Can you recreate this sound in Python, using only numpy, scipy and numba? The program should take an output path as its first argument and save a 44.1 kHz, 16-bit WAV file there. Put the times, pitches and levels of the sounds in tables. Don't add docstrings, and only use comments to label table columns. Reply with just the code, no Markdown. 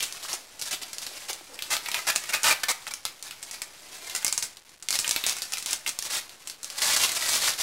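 import sys
import numpy as np
from scipy import signal
from scipy.fft import rfft, irfft
from scipy.io import wavfile
from scipy.ndimage import uniform_filter1d, map_coordinates
from numba import njit

SR = 44100
rng = np.random.default_rng(int(sys.argv[2]) if len(sys.argv) > 2 else 0)


def output_pcm(signal):
    pcm = np.clip(np.atleast_2d(signal).T, -1, 1) * 32767
    wavfile.write(sys.argv[1], SR, np.round(pcm).astype(np.int16))


N = 336042


def undb(db):
    return 10 ** (np.asarray(db) / 20)


def unit(x):
    return x / np.sqrt(np.mean(x ** 2))


def band(x, lo_hz, hi_hz):
    return signal.sosfilt(signal.butter(2, [lo_hz, hi_hz], "band", fs=SR, output="sos"), x)


def curve(table, t):
    return np.interp(t, *np.transpose(table))


def flutter(rate_hz):
    hold = int(SR / rate_hz)
    return uniform_filter1d(np.repeat(rng.standard_normal(N // hold + 1), hold), hold // 2)[:N]


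@njit
def grains(start, hz, cycles, gain):
    out = np.zeros(N)
    for k in range(len(start)):
        turn = np.exp((2j * np.pi - 1 / cycles) * hz[k] / SR)
        phasor = gain[k] + 0j
        for i in range(start[k], min(N, start[k] + int(6 * cycles * SR / hz[k]))):
            out[i] += phasor.imag
            phasor *= turn
    return out


def convolve_changing(x, response, hop):
    out, fade = np.zeros(N + SR), np.hanning(2 * hop + 1)[:-1]
    x = np.concatenate([np.zeros(hop), x, np.zeros(2 * hop)])
    for i in range(0, N + hop, hop):
        part = signal.fftconvolve(x[i:i + 2 * hop] * fade, response())
        out[i:i + len(part)] += part
    return out[hop:hop + N]


def hiss(level_db=-61):
    return undb(level_db + 1.5 * flutter(5.4)) * unit(band(rng.standard_normal(N), 200, 6000))


# centre_hz, t60_s, relative_db
ROOM_BANDS = [(994, 0.42, -14), (2415, 0.24, -8.5), (5993, 0.24, -7.5)]

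def room(direct, echo_s=.0033, echo_db=-6.5, echo_spread=.19):
    t = np.arange(SR // 3) / SR
    onset = np.clip(t / .0041 - .5, 0, 1)

    def response():
        out = np.zeros(len(t))
        for hz, t60, db in ROOM_BANDS:
            tail = band(rng.standard_normal(len(t)), hz / 2, hz * 2) * 1000 ** (-t / t60) * onset
            out += undb(db) * tail / np.sqrt(3 * np.sum(tail ** 2))
        delay_s = echo_s * (1 + echo_spread * rng.uniform(-1, 1))
        out[int(delay_s * SR)] += undb(echo_db)
        return out
    return direct + convolve_changing(direct, response, hop=8192)


# time_s, level_db
SHEET_LEVELS = [(0, -50.5), (.5, -53), (.8, -47.5), (1.6, -45), (2.6, -50.5), (3.4, -58), (4.05, -47),
                (4.6, -60.5), (6.1, -51), (6.5, -58.5), (7.2, -44)]

def sheet_rustle(lump_db=4.0):
    level_db = curve(SHEET_LEVELS, np.arange(N) / SR) + lump_db * flutter(25)
    return undb(level_db) * unit(band(rng.standard_normal(N), 100, 400))


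# start_s, level_db, nominal_pitch_hz
HAND_KNOCKS = [(.336, -24, 461), (.62, -46, 335), (.735, -29, 390), (.82, -36, 327), (.92, -47, 410),
               (1.065, -34, 304), (1.115, -33, 454), (1.165, -34, 396), (1.299, -21.5, 509),
               (1.41, -30.5, 445), (1.55, -40, 396), (2.159, -15.5, 150), (5.161, -20, 183)]

def hand_knocks(cycles=2.7, upper_db=-5):
    start_s, db, hz = np.repeat(np.transpose(HAND_KNOCKS), 2, axis=1)
    hz = hz * np.tile([.8, 1.5], len(HAND_KNOCKS))
    db = db + np.tile([0, upper_db], len(HAND_KNOCKS))
    return grains((start_s * SR).astype(np.int64), hz, cycles, undb(db))


# pitch_hz, relative_db, t60_s
BOX_MODES = [(554, -16.5, 0.033), (766, -14.5, 0.024), (902.4, -4, 0.038), (1099, -9, 0.028),
             (1306, 0.5, 0.025), (1611, 3, 0.015), (1890, -2.5, 0.022), (2136, 4.5, 0.044),
             (2458, 10.5, .015), (2583, 0.5, .015)]

def box_walls(push, flex=.074, touch_db=3):
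    hz, db, t60 = np.transpose(BOX_MODES)[:, :, None]
    t = np.arange(SR // 12) / SR

    def response():
        bend, touch = rng.standard_normal((2, len(BOX_MODES), 1))
        tones = np.sin(2 * np.pi * hz * (1 + flex * bend) * t)
        ring = undb(db + touch_db * touch) * tones * 1000 ** (-t / t60)
        return ring.sum(0) / np.sqrt(np.sum(ring ** 2))
    return convolve_changing(push, response, hop=1500)


# start_s, length_s, level_db
TAPE_RIPS = [(.022, 0.018, -32.5), (0.224, 0.046, -37), (0.282, 0.057, -32.5), (0.318, 0.043, -35),
             (0.652, 0.048, -36.5), (0.708, 0.041, -29.5), (0.816, 0.017, -34), (1.014, 0.04, -36),
             (1.283, 0.028, -33.5), (1.702, 0.059, -27), (1.884, 0.0055, -25.5), (1.942, 0.059, -32.5),
             (2.068, 0.041, -24), (2.154, 0.004, -27), (2.237, 0.008, -32), (2.289, 0.023, -34.5),
             (2.323, 0.049, -28), (2.438, 0.096, -22.5), (2.633, 0.0079, -23), (2.683, 0.038, -24),
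             (2.874, 0.015, -35), (2.908, 0.011, -30.5), (3.234, 0.062, -42), (3.512, 0.048, -43.5),
             (4.937, 0.034, -29), (5.266, 0.075, -31), (5.53, 0.0081, -29.5), (5.67, .075, -30),
             (5.863, 0.038, -34.5), (6.037, 0.045, -35), (6.098, 0.098, -28.5), (6.778, 0.016, -31),
             (6.802, 0.15, -25.5), (6.935, 0.016, -24.5), (6.96, 0.024, -25), (6.988, 0.079, -24),
             (7.149, 0.033, -26.5), (7.192, 0.18, -29), (7.284, 0.11, -27), (7.398, 0.14, -27),
             (7.578, 0.14, -28.5)]

def rip_power(attack_s=.0022, swell_db=4.0):
    out = np.zeros(N)
    for start_s, length_s, db in TAPE_RIPS:
        release_s = .006 + .2 * length_s
        first, end = int(start_s * SR), int((start_s + length_s + release_s) * SR)
        span = np.arange(first, min(end, N))
        age = span / SR - start_s
        gate = np.clip(age / attack_s, 0, 1) * np.clip((length_s - age) / release_s + .5, 0, 1) ** 2
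        arch = np.sin(np.pi * np.clip(age / length_s, 0, 1)) - 1
        out[span] += gate * undb(db + swell_db * arch * min(length_s / .06, 1)) ** 2
    return out


# time_s, level_db
HANDLING_LEVELS = [(0, -40), (.25, -49), (.5, -52.5), (.8, -50.5), (1.23, -45.5), (1.47, -53.5),
                   (1.9, -41.5), (2.55, -46), (3.03, -56), (3.48, -50), (3.65, -55), (4.15, -41.5),
                   (4.65, -59), (4.9, -58), (5.07, -38.5), (5.56, -46), (5.84, -55), (6.07, -44),
                   (6.3, -53.5), (6.56, -58.5), (6.85, -35), (7.41, -37), (7.53, -44)]
# time_s, coupling_db
BOX_COUPLING = [(0, -16), (1.1, -18.5), (1.7, -7), (1.97, 1), (2.15, -6.5), (2.32, -2), (2.9, -7),
                (3.5, -11), (4.9, -12.5), (5.3, -12), (5.8, -26.5), (6.1, -15.5), (6.9, -15.5),
                (7.1, -18.5), (7.6, -17)]

def pull_strength():
    t = np.arange(N) / SR
    handling, rips = undb(curve(HANDLING_LEVELS, t)) ** 2, rip_power()
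    coupling_db = curve(BOX_COUPLING, t)
    wall_power = handling * undb(-8.5 + .15 * coupling_db) ** 2 + rips * undb(coupling_db) ** 2
    return np.sqrt(handling + rips), np.sqrt(wall_power)


def tape_crackle(breaks_per_s=7000, scatter_db=3.0, cap_db=13, mid_hz=6200, cycles=1.7, lump_db=2.0):
    draws = rng.random((90000, 4))
    start = (np.cumsum(-np.log(1 - draws[:, 0])) * SR / breaks_per_s).astype(np.int64)
    _, pitch, size, sign = draws[start < N].T
    start = start[start < N]
    gain = undb(np.minimum(-scatter_db * np.log(1 - size), cap_db)) * np.sign(sign - .5)
    pitch_hz = np.clip(mid_hz * (pitch / (1 - pitch)) ** .2, 500, 12000)
    film = grains(start, pitch_hz, cycles, gain)
    push = np.bincount(start, gain, N)
    on_film, on_walls = pull_strength() * undb(lump_db * flutter(60))
    return unit(film) * on_film, unit(push) * on_walls


# start_s, peak_db, pitch_hz
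TAPE_SNAPS = [(0.0054, -10.5, 4140), (0.0276, -15.5, 6900), (0.0388, -16, 4080), (0.1248, -15, 5500),
              (0.3305, -12.5, 6700), (0.594, -15.5, 6370), (0.6143, -15, 5670), (0.622, -11.5, 5100),
              (0.7293, -16, 2980), (0.833, -17.5, 4000), (0.9313, -16, 5600), (0.9833, -13, 5020),
              (1.066, -15.5, 4400), (1.2968, -14.5, 3380), (1.3306, -15.5, 5970), (1.5438, -28.5, 5300),
              (1.5906, -17.5, 2400), (1.6223, -14.5, 4050), (1.7669, -10.5, 4130), (1.8605, -13, 2530),
              (1.916, -14.5, 3960), (1.944, -8.5, 2450), (2.1604, -2.5, 6200), (2.3396, -11, 1960),
              (2.4326, -8.5, 6200), (2.6337, -15, 2010), (2.868, -16, 2000), (2.9378, -13.5, 6020),
              (3.0521, -12, 4530), (3.226, -16.5, 6430), (3.3095, -19.5, 3550), (3.4282, -17.5, 7280),
              (3.5111, -19, 6030), (3.6186, -10.5, 6220), (4.0973, -16, 4270), (4.15, -7, 6950),
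              (4.1616, -9.5, 5730), (4.2287, -20, 2200), (4.2469, -3.5, 6230), (4.266, -10.5, 5700),
              (4.2801, -11.5, 5400), (4.3256, -8, 6500), (4.3776, -6, 6360), (4.4251, -10, 6430),
              (4.5699, -21.5, 5060), (4.6925, -34, 6640), (4.825, -25, 6800), (4.8865, -5.5, 4870),
              (4.9057, -6.5, 5840), (4.9275, -8.5, 5800), (4.9552, -8, 5800), (4.989, -6, 6670),
              (5.045, -11.5, 2310), (5.0782, -8, 6960), (5.0926, -8, 6100), (5.1102, -5, 5330),
              (5.1622, -6, 3000), (5.239, -11, 2970), (5.265, -5, 5770), (5.295, -8, 5730),
              (5.367, -15.5, 5900), (5.385, -20, 7160), (5.4198, -11, 5600), (5.522, -12.5, 6500),
              (5.5357, -10.5, 4170), (5.5713, -16, 5240), (5.5825, -12.5, 6040), (5.6253, -18, 5340),
              (5.66, -13.5, 5200), (5.7087, -11, 6600), (5.7307, -6, 5750), (5.863, -16, 2300),
              (5.876, -10, 5760), (5.892, -9.5, 6050), (5.989, -10.5, 5670), (6.0245, -14.5, 5220),
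              (6.2941, -28, 4540), (6.473, -16.5, 6140), (6.4984, -19, 5040), (6.631, -17.5, 6030),
              (6.6446, -16, 5700), (6.701, -19.5, 5030), (6.965, -3, 6200), (7.0379, -9, 6300),
              (7.092, -11, 4140), (7.1177, -9.5, 6600)]

def tape_snaps(tear_s=.0007, after_s=.02, after_db=-17, log_width=.33, skirt_db=-14, jerk_spread_db=3.5):
    start_s, db, hz = np.transpose(TAPE_SNAPS)[:, :, None]
    span = 2048
    t = np.arange(span) / SR
    noise = rng.standard_normal((len(start_s), span))
    breaks = np.sign(noise) * np.abs(noise) ** 1.8
    breaks *= np.exp(-t / tear_s) + undb(after_db) * np.exp(-t / after_s)
    bin_hz = np.arange(1, span // 2 + 2) * SR / span
    resonance = np.exp(-.5 * (np.log(bin_hz / hz) / log_width) ** 2)
    skirt = undb(skirt_db) * np.clip(bin_hz / 2000, 0, 1)
    film = np.roll(irfft(rfft(breaks) * (resonance + skirt)), 8, axis=1)
    film *= undb(db) / np.abs(film).max(axis=1, keepdims=True)
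    coupling_db = -11.5 + .23 * curve(BOX_COUPLING, start_s) + jerk_spread_db * noise[:, -1:]
    jerk = breaks * undb(db + coupling_db) / np.abs(breaks).max(axis=1, keepdims=True)
    place = ((start_s * SR).astype(int) + np.arange(span)).ravel()
    return np.bincount(place, film.ravel(), N)[:N], np.bincount(place, jerk.ravel(), N)[:N]


def scene():
    snaps, jerk = tape_snaps()
    crackle, push = tape_crackle()
    floor = hiss()
    direct = snaps + crackle + hand_knocks() + sheet_rustle() + box_walls(jerk + push)
    return (room(direct) + floor)[None]


def record(dry, low_hz=647, high_hz=8144, peak_hz=8200, peak_db=5.4, clock_hz=16001.4, step=1 / 128):
    mic = band(band(dry[0], low_hz, 12000), low_hz / 2, high_hz)
    resonance = signal.lfilter(*signal.iirpeak(peak_hz, peak_hz / 2500, SR), mic)
    mic = mic + (undb(peak_db) - 1) * resonance
    tick = np.floor(np.arange(N) * clock_hz / SR)
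    held = map_coordinates(mic, [tick * SR / clock_hz], order=3)
    stepped = step * np.round((held - .00081) / step)
    stepped = np.clip(stepped, -1, 1 - step)
    top_cut = signal.ellip(14, .2, 80, 15760, fs=SR, output="sos")
    return signal.sosfilt(top_cut, stepped)[None]


dry = scene()
out = record(dry)
output_pcm(out)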